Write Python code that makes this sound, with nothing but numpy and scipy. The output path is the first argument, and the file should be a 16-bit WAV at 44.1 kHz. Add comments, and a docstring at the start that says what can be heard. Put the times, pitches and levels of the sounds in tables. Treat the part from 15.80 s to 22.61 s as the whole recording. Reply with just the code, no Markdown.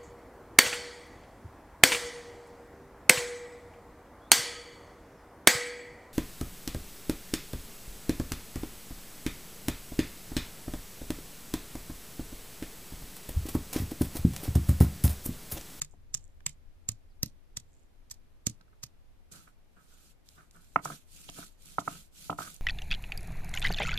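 """A low rumble of air, and at once garlic is pounded with the end of a stone roller on a wet stone slab:
nine blows, each a crackle of husk (bursts of tiny random fractures) and a dull thud (a push and a ring).
Then the roller is laid flat and pushed to and fro: filtered grains hiss over the wet paste, and
struck resonances knock as it rocks. The place is half open, with short reverberation and one far
bird, a falling tone. Two microphones hear the slab, the right one a few samples after the left."""
import sys
import numpy as np
from scipy import signal
from scipy.fft import rfft, irfft, next_fast_len
from scipy.io import wavfile
from scipy.ndimage import uniform_filter1d

SR = 44100
rng = np.random.default_rng(int(sys.argv[2]) if len(sys.argv) > 2 else 0)


def pcm_store(signal):
    """Save signal as 16-bit PCM."""
    levels = np.round(np.clip(np.atleast_2d(signal), -1, 1) * 32767)
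    wavfile.write(sys.argv[1], SR, levels.astype(np.int16).T)


N = 300321
TIME = np.arange(N) / SR   # s

# Levels in the tables are relative: trims in the functions and the placing between microphones follow.

# Wash of the open air. Each row: frequency in Hz, relative level in dB per Hz.
AIR_WASH = [(59, -32.5), (169, -31.5), (242, -29), (357, -34), (674, -38), (1140, -43.5), (2220, -46),
            (8380, -56.5), (13800, -55.5), (15000, -78)]
# Low rumble of the air. Each row: frequency in Hz, relative level in dB per Hz.
AIR_RUMBLE_SPECTRUM = [(20, 5.5), (40, -13), (80, -10.5), (130, -23.5), (300, -37)]
# How that rumble comes and goes. Each row: time in seconds, level in dB before its trim.
AIR_RUMBLE_LEVEL = [(0.0, -59.5), (1.84, -65.5), (4.25, -68), (6.81, -66)]
AIR_WASH_DB = -69.5

# Blows on the cloves. Each row: time in seconds, squeeze time in seconds, crackle in dB, snap in dB,
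# snap frequency in Hz, snap width in Hz, snap fizz in dB, time between the two snaps in ms,
# pulp squelch in dB, thud in dB, slab ring in dB, ring frequency in Hz.
BLOWS = [(0.0188, 0.0017, -27, -18.5, 7050, 447, -32, 0.72, -32, -50, -45.5, 148),
         (0.3457, 0.0028, -29.5, -14.5, 7120, 1090, -29, 5.6, -38, -49, -45.5, 137.4),
         (0.665, 0.0016, -25, -20, 7420, 714, -30.5, 1.8, -31.5, -43, -44, 144.6),
         (1.0895, 0.0018, -25.5, -20.5, 7190, 443, -10, 0.81, -36, -36, -35.5, 109.9),
         (1.4313, 0.0016, -24, -16.5, 6160, 1170, 0.5, 0.57, -33, -25.5, -46, 139),
         (1.7712, 0.0022, -33.5, -20, 6900, 1896, -10, 2.63, -37.5, -43, -48.5, 130),
         (2.3135, 0.003, -35.5, -38, 7040, 1495, -1.5, 1.03, -45, -56.5, -62, 118),
         (2.669, .0022, -24, -12.5, 6880, 1100, -9.5, 1.8, -32.5, -25.5, -38.5, 118.5),
         (3.036, 0.0033, -38, -25.5, 6270, 1800, -2, 6.5, -41.5, -47, -46.5, 129)]
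# Resonances of a splitting husk. Each row: frequency in Hz, width in Hz, level in dB.
HUSK_MODES = [(5400, 1200, -8), (7300, 1100, 13.5), (12590, 4000, -14.5)]
# Resonances of the wet pulp. Each row: frequency in Hz, width in Hz, level in dB.
PULP_MODES = [(485, 480, -9), (1280, 130, 0.5), (1892, 550, -2), (2450, 600, 0), (3640, 130, 5),
              (4800, 3700, 3.5)]
# Fingers gathering loose husks. Each row: time in seconds, level in dB, rise and fall time in seconds.
HUSK_RUSTLES = [(0.118, -68, 0.016), (0.44, -65, 0.037), (0.732, -64, 0.0053), (1.956, -70.5, 0.06)]
SNAP_TONE_DB = 8   # each clove's own resonance, against the colour shared by all husks
TAIL_S, TAIL_DB = 0.022, -25   # crackling tail of each blow: decay time, level against the crackle

# A thud of PUSH_AT_DB swings from peak to trough in twice PUSH_MS; harder blows are shorter by the power.
PUSH_MS, PUSH_AT_DB, PUSH_SHORTENS = 1.514, -38, 0.16

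# Reverberation of the place. Each row: frequency in Hz, relative level in dB.
ROOM_LEVEL = [(60, 3.5), (150, 4.5), (400, 1.5), (1400, -4), (3000, 2), (7000, -12.5), (14000, -7)]
# Time to fall by 60 dB. Each row: frequency in Hz, time in seconds.
ROOM_DECAY = [(100, 0.27), (1400, 0.15), (7000, 0.14), (14000, .14)]

# Roller rocking onto the slab, mostly in pairs a tenth of a second apart as it turns for a push.
# Each row: time in seconds, level in dB, contact time in ms, ring against clack in dB.
ROCKING_KNOCKS = [(0.138, -37.5, 1, -2), (4.9599, -12, 0.26, -1.5), (5.0558, -24.5, 0.41, -0.5),
                  (5.101, -32.5, 0.58, 7), (5.49, -32, 0.82, 4), (5.5855, -31, 0.93, 10),
                  (5.9835, -15.5, 0.45, 0.5), (6.077, -22.5, 0.39, 3), (6.497, -17.5, 0.59, 3),
                  (6.514, -21.5, 0.85, 2), (6.527, -24.5, 0.59, 1), (6.587, -27.5, 0.45, 4),
                  (6.605, -30, 0.62, 6)]
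# Modes of roller on slab. Each row: frequency in Hz, width in Hz, left level in dB, right level in dB.
STONE_MODES = [(129, 110, -17, -22.5), (171.6, 39, -28, -31.5), (276, 75, -18.5, -21.5),
               (500, 470, -7, -23.5), (680, 99, -9.5, -29.5), (688, 36, -28, -35.5),
               (916, 320, -16.5, -9.5), (1272, 240, -5.5, 5), (1320, 45, -29.5, -34.5),
               (1470, 270, -13.5, -12.5), (2120, 290, -23.5, -4), (2650, 240, -33.5, -8.5)]

# Grit and scraps of garlic popping, and (rows near 5.49, 5.99 and 6.50 s) the high crack of the # roller
# knocking the slab. Each row: time in seconds, peak in dB, fall time in seconds, frequency in Hz.
SHARP_POPS = [(0.606, -46.5, 0.0017, 1600), (0.666, -25.5, 0.0027, 2400), (2.3003, -40, .0007, 5490),
              (2.812, -53.5, 0.0019, 4500), (3.523, -39.5, 0.0076, 6940), (4.489, -39, 0.00096, 5060),
              (4.711, -45, 0.0012, 6100), (4.763, -45, 0.001, 8040), (5.051, -29, 0.0069, 7000),
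              (5.49, -34.5, 0.0057, 3140), (5.4992, -30.5, 0.00085, 5950), (5.858, -41, 0.0016, 8800),
              (5.992, -35, 0.0071, 3460), (6.002, -34.5, 0.011, 6600), (6.504, -34, 0.0027, 2740),
              (6.744, -33, 0.00098, 10920), (6.764, -38.5, 0.0013, 6530)]

CHIRP_S = 1.298   # start of the bird's chirp

# The roller catches on bare stone. Each row: time in seconds, fall time in seconds, level in dB.
STONE_CATCHES = [(2.81, 0.0084, -57.5), (2.882, 0.0069, -67), (2.93, 0.0094, -64), (3.553, 0.065, -63.5),
                 (3.677, 0.0079, -52), (3.973, 0.042, -60.5), (4.115, 0.067, -70.5), (4.582, 0.033, -55),
                 (4.756, 0.031, -60), (5.121, 0.01, -47), (5.629, 0.013, -55.5), (6.154, 0.0079, -54.5),
                 (6.676, 0.0049, -47.5)]
CATCH_RUMBLE_DB = -5   # rumble of a catch against its grating

# Strokes over the slab: the roller's heavy pushes and lighter pulls, and at 3.89 s a palm sweeping the # wet
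# stone. Each row: start in seconds, time of full speed in seconds, stop in seconds, wet hiss in dB, # rumble in
# dB, grating in dB.
STROKES = [(3.514, 3.513, 3.86, -57.5, -59.5, -67.5), (3.89, 4.295, 4.38, -65.5, -78, -84.5),
           (4.44, 4.505, 4.87, -67, -82, -88), (4.702, 4.745, 6, -70, -79, -81.5),
           (5.013, 5.076, 5.326, -51, -49.5, -49.5), (5.26, 5.391, 6.02, -57.5, -73, -83.5),
           (5.523, 5.591, 5.784, -53.5, -57.5, -55), (5.772, 5.909, 6.11, -57.5, -66.5, -82.5),
           (6.011, 6.102, 6.41, -52.5, -54.5, -56.5), (6.308, 6.444, 6.69, -54, -68.5, -83),
           (6.573, 6.599, 6.96, -48.5, -52.5, -46)]
SLOWING_POWER = 4.06   # the roller coasts softly to a stop
HISS_POWER, RUMBLE_POWER, GRATING_POWER = 1.24, 2.5, 4.4   # each sound grows as this power of the speed
# Spectrum of the wet paste. Each row: frequency in Hz, relative level in dB per Hz.
PASTE_HISS = [(1060, -24.5), (1800, -7.5), (2130, -4), (2410, 0.5), (4140, 3), (5170, 0.5), (7200, 4),
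              (10200, 1), (14100, -2), (14600, -33.5), (15000, -50)]
# Low resonances of the slab. Each row: frequency in Hz, width in Hz, level in dB.
SLAB_MODES = [(167.4, 37, 11), (270, 62, -14.5), (501, 46, -26)]
# Resonances of stone grating on stone. Each row: frequency in Hz, width in Hz, level in dB.
GRATING_MODES = [(736, 95, -4), (1011, 100, -11.5), (1316, 100, 8), (1464, 120, 5.5), (2180, 320, -10)]
COLOUR_DRIFT_DB, LEVEL_DRIFT_DB = 1.8, 1.0   # rms unevenness of the hiss: its colour, its overall level

CUTOFF_HZ = 14400   # top of the microphones' range


def from_db(db):
    """Decibels to gain."""
    return 10 ** (np.asarray(db) / 20)


def rms_one(x):
    """Scale to rms 1, over both channels together."""
    return x / np.sqrt(np.mean(x ** 2) + 1e-20)


def at_hz(points, hz):
    """Read a table on a log-frequency axis."""
    known, values = np.transpose(points)
    return np.interp(np.log(np.maximum(hz, 1)), np.log(known), values)


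def cut(x, hz, kind, order=2):
    """Butterworth filter."""
    sections = signal.butter(order, hz, kind, fs=SR, output="sos")
    return signal.sosfilt(sections, x + 1e-18)


def colour(x, spectrum):
    """Give a steady sound a smooth spectrum."""
    size = next_fast_len(N, real=True)
    gain = from_db(at_hz(spectrum, np.fft.rfftfreq(size, 1 / SR)))
    return irfft(rfft(x, size) * gain, size)[..., :N]


def resonate(x, hz, width):
    """One resonance, gain 1 on top."""
    r = np.exp(-np.pi * width / SR)
    feed = np.array([1, 0, -1]) * (1 - r * r) / 2
    feedback = [1, -2 * r * np.cos(2 * np.pi * hz / SR), r * r]
    return signal.lfilter(feed, feedback, x + 1e-18)


def body(x, modes):
    """Resonances side by side."""
    return sum(from_db(db) * resonate(x, hz, width) for hz, width, db in modes)


def swell(s, rise, fall):
    """An envelope that climbs exponentially to 1 at time s and dies away."""
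    out = np.zeros(N)
    near = slice(max(0, int((s - 10 * rise) * SR)), int((s + 10 * fall) * SR))
    before, after = (s - TIME[near]) / rise, (TIME[near] - s) / fall
    out[near] = np.exp(-np.maximum(before, after))
    return out


def wander(per_s):
    """Random drift of rms 1, through this many random points a second."""
    knots = np.arange(0, N / SR + 1, 1 / per_s)
    return rms_one(np.interp(TIME, knots, rng.standard_normal(len(knots))))


def grains(per_s, spread_db):
    """Random tiny fractures of uneven size, separate in each channel."""
    sizes = from_db(spread_db * np.minimum(rng.exponential(1, (2, N)), 4))
    signs = rng.choice([-1, 1], (2, N))
    present = rng.random((2, N)) < per_s / SR
    return rms_one(sizes * signs * present)


def blend(pair, alike):
    """Make two unrelated channels partly alike."""
    alike = np.clip(alike, 0, 1)
    shared = np.sqrt(1 + alike) * pair[0]
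    opposed = np.sqrt(1 - alike) * pair[1] * np.array([[1], [-1]])
    return (shared + opposed) / np.sqrt(2)


def place(x, right_db, count=4):
    """Reach the right microphone count samples after the left, right_db louder."""
    left, right = x * np.ones((2, 1))
    return np.array([left * from_db(-right_db / 2), np.roll(right, count) * from_db(right_db / 2)])


def air(split_hz=130, rumble_db=9):
    """A faint steady wash of noise over a low noise rumble whose level wanders."""
    wash = colour(blend(rng.standard_normal((2, N)), 0.046), AIR_WASH)
    wash = rms_one(cut(wash, split_hz, "high"))
    rumble = colour(blend(rng.standard_normal((2, N)), 0.12), AIR_RUMBLE_SPECTRUM)
    rumble = rms_one(cut(rumble, [18, 200], "band"))
    level = from_db(np.interp(TIME, *np.transpose(AIR_RUMBLE_LEVEL)) + rumble_db)
    return from_db(AIR_WASH_DB) * wash + place(level * rumble, right_db=-3.0)


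def crushing(pulp_fall=0.0044, snap_rise=0.00011, snap_fall=0.00048, fall_share=1.4, uneven_db=4):
    """A clove gives way in a swell of small fractures; two snaps split its husk; surfaces nearby scatter a tail."""
    fractures = blend(grains(20000, 2.1), 0.59)
    skin = rms_one(cut(body(fractures, HUSK_MODES), 3800, "high"))
    fizz = rms_one(cut(fractures, [8500, 14000], "band"))
    cloves = squelch = tail_level = 0
    for s, squeeze, crackle_db, snap_db, hz, width, fizz_db, gap_ms, pulp_db, *_ in BLOWS:
        own = rms_one(cut(resonate(fractures, hz, width), [4000, 9000], "band"))
        crack = rms_one(skin + from_db(SNAP_TONE_DB) * own + from_db(fizz_db) * fizz)
        cloves = cloves + from_db(crackle_db) * crack * swell(s, squeeze, squeeze * fall_share)
        for side in (-0.5, 0.5):   # one crack runs through each side of the husk
            burst = crack * swell(s + side * gap_ms / 1000, snap_rise, snap_fall)
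            cloves = cloves + from_db(snap_db) * burst / np.abs(burst).max()
        tail_level = tail_level + from_db(crackle_db + TAIL_DB) * swell(s, squeeze, TAIL_S)
        squelch = squelch + from_db(pulp_db) * swell(s, squeeze, pulp_fall)
    # a faint, uneven crackling after each blow, scattered back by nearby surfaces
    unevenness = from_db(uneven_db * wander(140))
    scattered = rms_one(cut(blend(grains(2200, 2.5), 0.37), [3600, 8500], "band"))
    tail = tail_level * unevenness * scattered
    rustle = sum(from_db(db) * swell(s, length, length) for s, db, length in HUSK_RUSTLES)
    ticks = body(blend(grains(300, 4.6), 0.49), HUSK_MODES)   # dry skins tick sparsely
    crinkle = rustle * rms_one(cut(ticks, [5500, 9000], "band"))
    pulp = squelch * rms_one(body(blend(grains(12000, 2.5), 1.0), PULP_MODES))
    return place(cloves + tail + crinkle, right_db=5.5) + place(pulp, right_db=-3.5)


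def thuds(ring_s=0.018, delay=0.0027, slap_hz=520, slap_s=0.0017, slap_db=-13, shudder_db=-10):
    """The roller bottoms out just after the clove breaks: a low push and wet slap, then a brief slab ring."""
    out = np.zeros(N)
    for s, *_, db, ring_db, hz in BLOWS:
        push_ms = PUSH_MS * from_db(PUSH_SHORTENS * (PUSH_AT_DB - db))
        since = TIME - s - delay
        u = since * 1000 / push_ms - 1   # the push peaks at u = -1 and dips at u = 1
        push = -u * np.exp((1 - np.minimum(u * u, 100)) / 2)
        slap = from_db(slap_db) * np.cos(2 * np.pi * slap_hz * since) * swell(s + delay, slap_s, slap_s)
        ring = np.sin(2 * np.pi * hz * (since + delay / 2)) * swell(s + delay, delay / 2, ring_s)
        out += from_db(db) * (push + slap) + from_db(ring_db) * ring
    shudder = from_db(shudder_db) * body(out, SLAB_MODES[1:])   # the slab's higher resonances wake too
    return place(cut(out + shudder, 35, "high", order=1), right_db=2.5)


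def echo(x, delay=0.029, level_db=-21):
    """A hard surface nearby returns one small, sharp copy."""
    late = np.pad(cut(x, 1500, "high"), ((0, 0), (round(delay * SR), 0)))
    return from_db(level_db) * late[:, :N]


def room(x, wet_db=-11.5, wall_s=0.028, wall_spread=0.014, wall_db=-2, onset=0.0069):
    """Scattered reflections die away band by band; one wall returns a stronger cluster."""
    t, response = TIME[:SR // 2], 0
    wall = from_db(wall_db) * np.exp(-((t - wall_s) / wall_spread) ** 2)
    shape = (1 - np.exp(-(t / onset) ** 2)) * (1 + wall)
    for low in 60 * 2. ** np.arange(8):   # octave bands, Hz
        hz = low * np.sqrt(2)
        band = cut(rng.standard_normal((2, len(t))), [low, 2 * low], "band")
        band = blend(band, 1 / (1 + (hz / 500) ** 2))   # long waves reach both microphones alike
        decay = np.exp(-np.log(1000) * t / at_hz(ROOM_DECAY, hz))
        response = response + band * shape * from_db(at_hz(ROOM_LEVEL, hz)) * decay
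    return from_db(wet_db) * signal.fftconvolve(x, response / np.sqrt(SR / 20), axes=1)[:, :N]


def struck(drive, hz, width):
    """Two like resonances in a row, so the ring swells before it dies; a unit click peaks at 1."""
    def twice(x):
        """Pass through the same resonance two times."""
        return resonate(resonate(x, hz, width), hz, width)
    return twice(drive) / np.abs(twice(signal.unit_impulse(SR // 10))).max()


def knocks(clack_hz=930, clack_width=800, clack_db=6.0, ring_delay=0.00114):
    """Stone meets stone: a broad clack, then modes that swell briefly, damped by hand and paste."""
    force, ringing = np.zeros((2, N))
    for s, db, contact_ms, ring_db in ROCKING_KNOCKS:
        pulse = np.exp(-np.minimum((2 * (TIME - s) * 1000 / contact_ms) ** 2, 100))
        force += from_db(db) * pulse / pulse.sum()
        ringing += from_db(db + ring_db) * pulse / pulse.sum()
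    rings = 0
    for hz, width, left, right in STONE_MODES:
        rings = rings + from_db([[left], [right]]) * struck(ringing, hz, width)
    rings = np.roll(rings, round(ring_delay * SR), axis=1)
    clack = from_db(clack_db) * struck(force, clack_hz, clack_width)
    return place(rings, right_db=6.0) - place(clack, right_db=-0.5)


def popping(width_share=0.35):
    """Short sharp pops: hard scraps bursting under the stone, and the high crack as the roller knocks the slab;
    resonant noise, each with a pitch of its own."""
    crunch = blend(rng.standard_normal((2, N)), 0.38)
    out = 0
    for s, db, length, hz in SHARP_POPS:
        burst = resonate(crunch, hz, width_share * hz) * swell(s, length / 2, length)
        out = out + from_db(db) * burst / np.abs(burst).max()
    return place(out, right_db=3.5)


def bird(length=0.039, high_hz=5300, low_hz=3700, level_db=-76):
    """One far chirp: a falling tone, alike at both microphones."""
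    u = np.clip((TIME - CHIRP_S) / length, 0, 1)
    hz = low_hz + (high_hz - low_hz) * (1 - u)
    envelope = np.sqrt(np.abs(np.sin(np.pi * u)))
    return from_db(level_db) * envelope * np.sin(2 * np.pi * np.cumsum(hz) / SR)


def rubbing(stroke_rumble, stroke_grating, rise_share=0.24):
    """Where the paste is thin, the stones catch in many tiny knocks that ring their resonances."""
    catches = sum(from_db(db) * swell(s, length * rise_share, length) for s, length, db in STONE_CATCHES)
    pressure = stroke_rumble + from_db(CATCH_RUMBLE_DB) * catches
    bite = stroke_grating + catches
    slab = body(blend(grains(2500, 1.4), 1.0), SLAB_MODES)
    rumble = pressure * rms_one(cut(slab, 900, "low"))
    scrape = body(blend(grains(600, 2.2), 0.14), GRATING_MODES)
    grating = bite * rms_one(cut(scrape, 1900, "low"))
    return place(rumble, right_db=0.9) + place(grating, right_db=4.0)


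def speed(start, fastest, stop):
    """One stroke of the arm: the roller or hand speeds up, then coasts to a stop; full speed is 1."""
    up = np.clip((TIME - start) / max(fastest - start, 1 / SR), 0, 1)
    down = np.clip((stop - TIME) / max(stop - fastest, 1 / SR), 0, 1)
    return np.sin(np.pi / 2 * up) * np.sin(np.pi / 2 * down) ** SLOWING_POWER


def stroking():
    """Strength of hiss, rumble and grating over all strokes: each follows the speed of its stroke."""
    hiss = rumble = grating = 0
    for start, fastest, stop, hiss_db, rumble_db, grating_db in STROKES:
        pace = speed(start, fastest, stop)
        hiss = hiss + from_db(hiss_db) * pace ** HISS_POWER
        rumble = rumble + from_db(rumble_db) * pace ** RUMBLE_POWER
        grating = grating + from_db(grating_db) * pace ** GRATING_POWER
    return hiss, rumble, grating


def uneven(x, size=512):
    """Random slow unevenness in the colour and overall level of the hiss."""
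    bands = signal.stft(x, nperseg=size)[2]
    chance = rng.standard_normal(bands.shape[1:])
    chance = uniform_filter1d(chance, size=7, axis=0)   # smooth over frequency
    chance = uniform_filter1d(chance, size=4, axis=1)   # smooth over time
    gains = from_db(COLOUR_DRIFT_DB * rms_one(chance))
    coloured = signal.istft(bands * gains, nperseg=size)[1][:, :N]
    return coloured * from_db(LEVEL_DRIFT_DB * wander(90))


def grinding(stroke, shake_db=-12, gravel_db=-8, hiss_db=2, grate_db=-16):
    """Wet paste hisses under the roller, with scattered coarser grains; the slab shakes with every stroke."""
    gravel = from_db(gravel_db) * blend(grains(220, 3.8), 0.3)
    wet = cut(colour(grains(16000, 2.4) + gravel, PASTE_HISS), 620, "high")
    hiss = from_db(hiss_db) * stroke * rms_one(uneven(wet))
    slab = body(blend(grains(3100, 2.8), 0.44), SLAB_MODES)
    shake = from_db(shake_db) * stroke * rms_one(cut(slab, 1100, "low"))
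    sand = body(blend(grains(680, 5), 0.24), GRATING_MODES)   # sand grains tick in the stone's modes
    grate = from_db(grate_db) * stroke * rms_one(sand)
    return place(hiss + grate, right_db=3.0) + place(shake, right_db=-2.5)


def scene():
    """The work on the slab, its reflections and the background."""
    hiss, rumble, grating = stroking()
    work = crushing() + thuds() + knocks() + popping() + rubbing(rumble, grating) + grinding(hiss)
    return work + echo(work) + room(work) + bird() + air()


def record(dry):
    """The top is cut steeply."""
    return signal.sosfilt(signal.ellip(10, 0.2, 80, CUTOFF_HZ, fs=SR, output="sos"), dry)


dry = scene()
out = record(dry)
pcm_store(out)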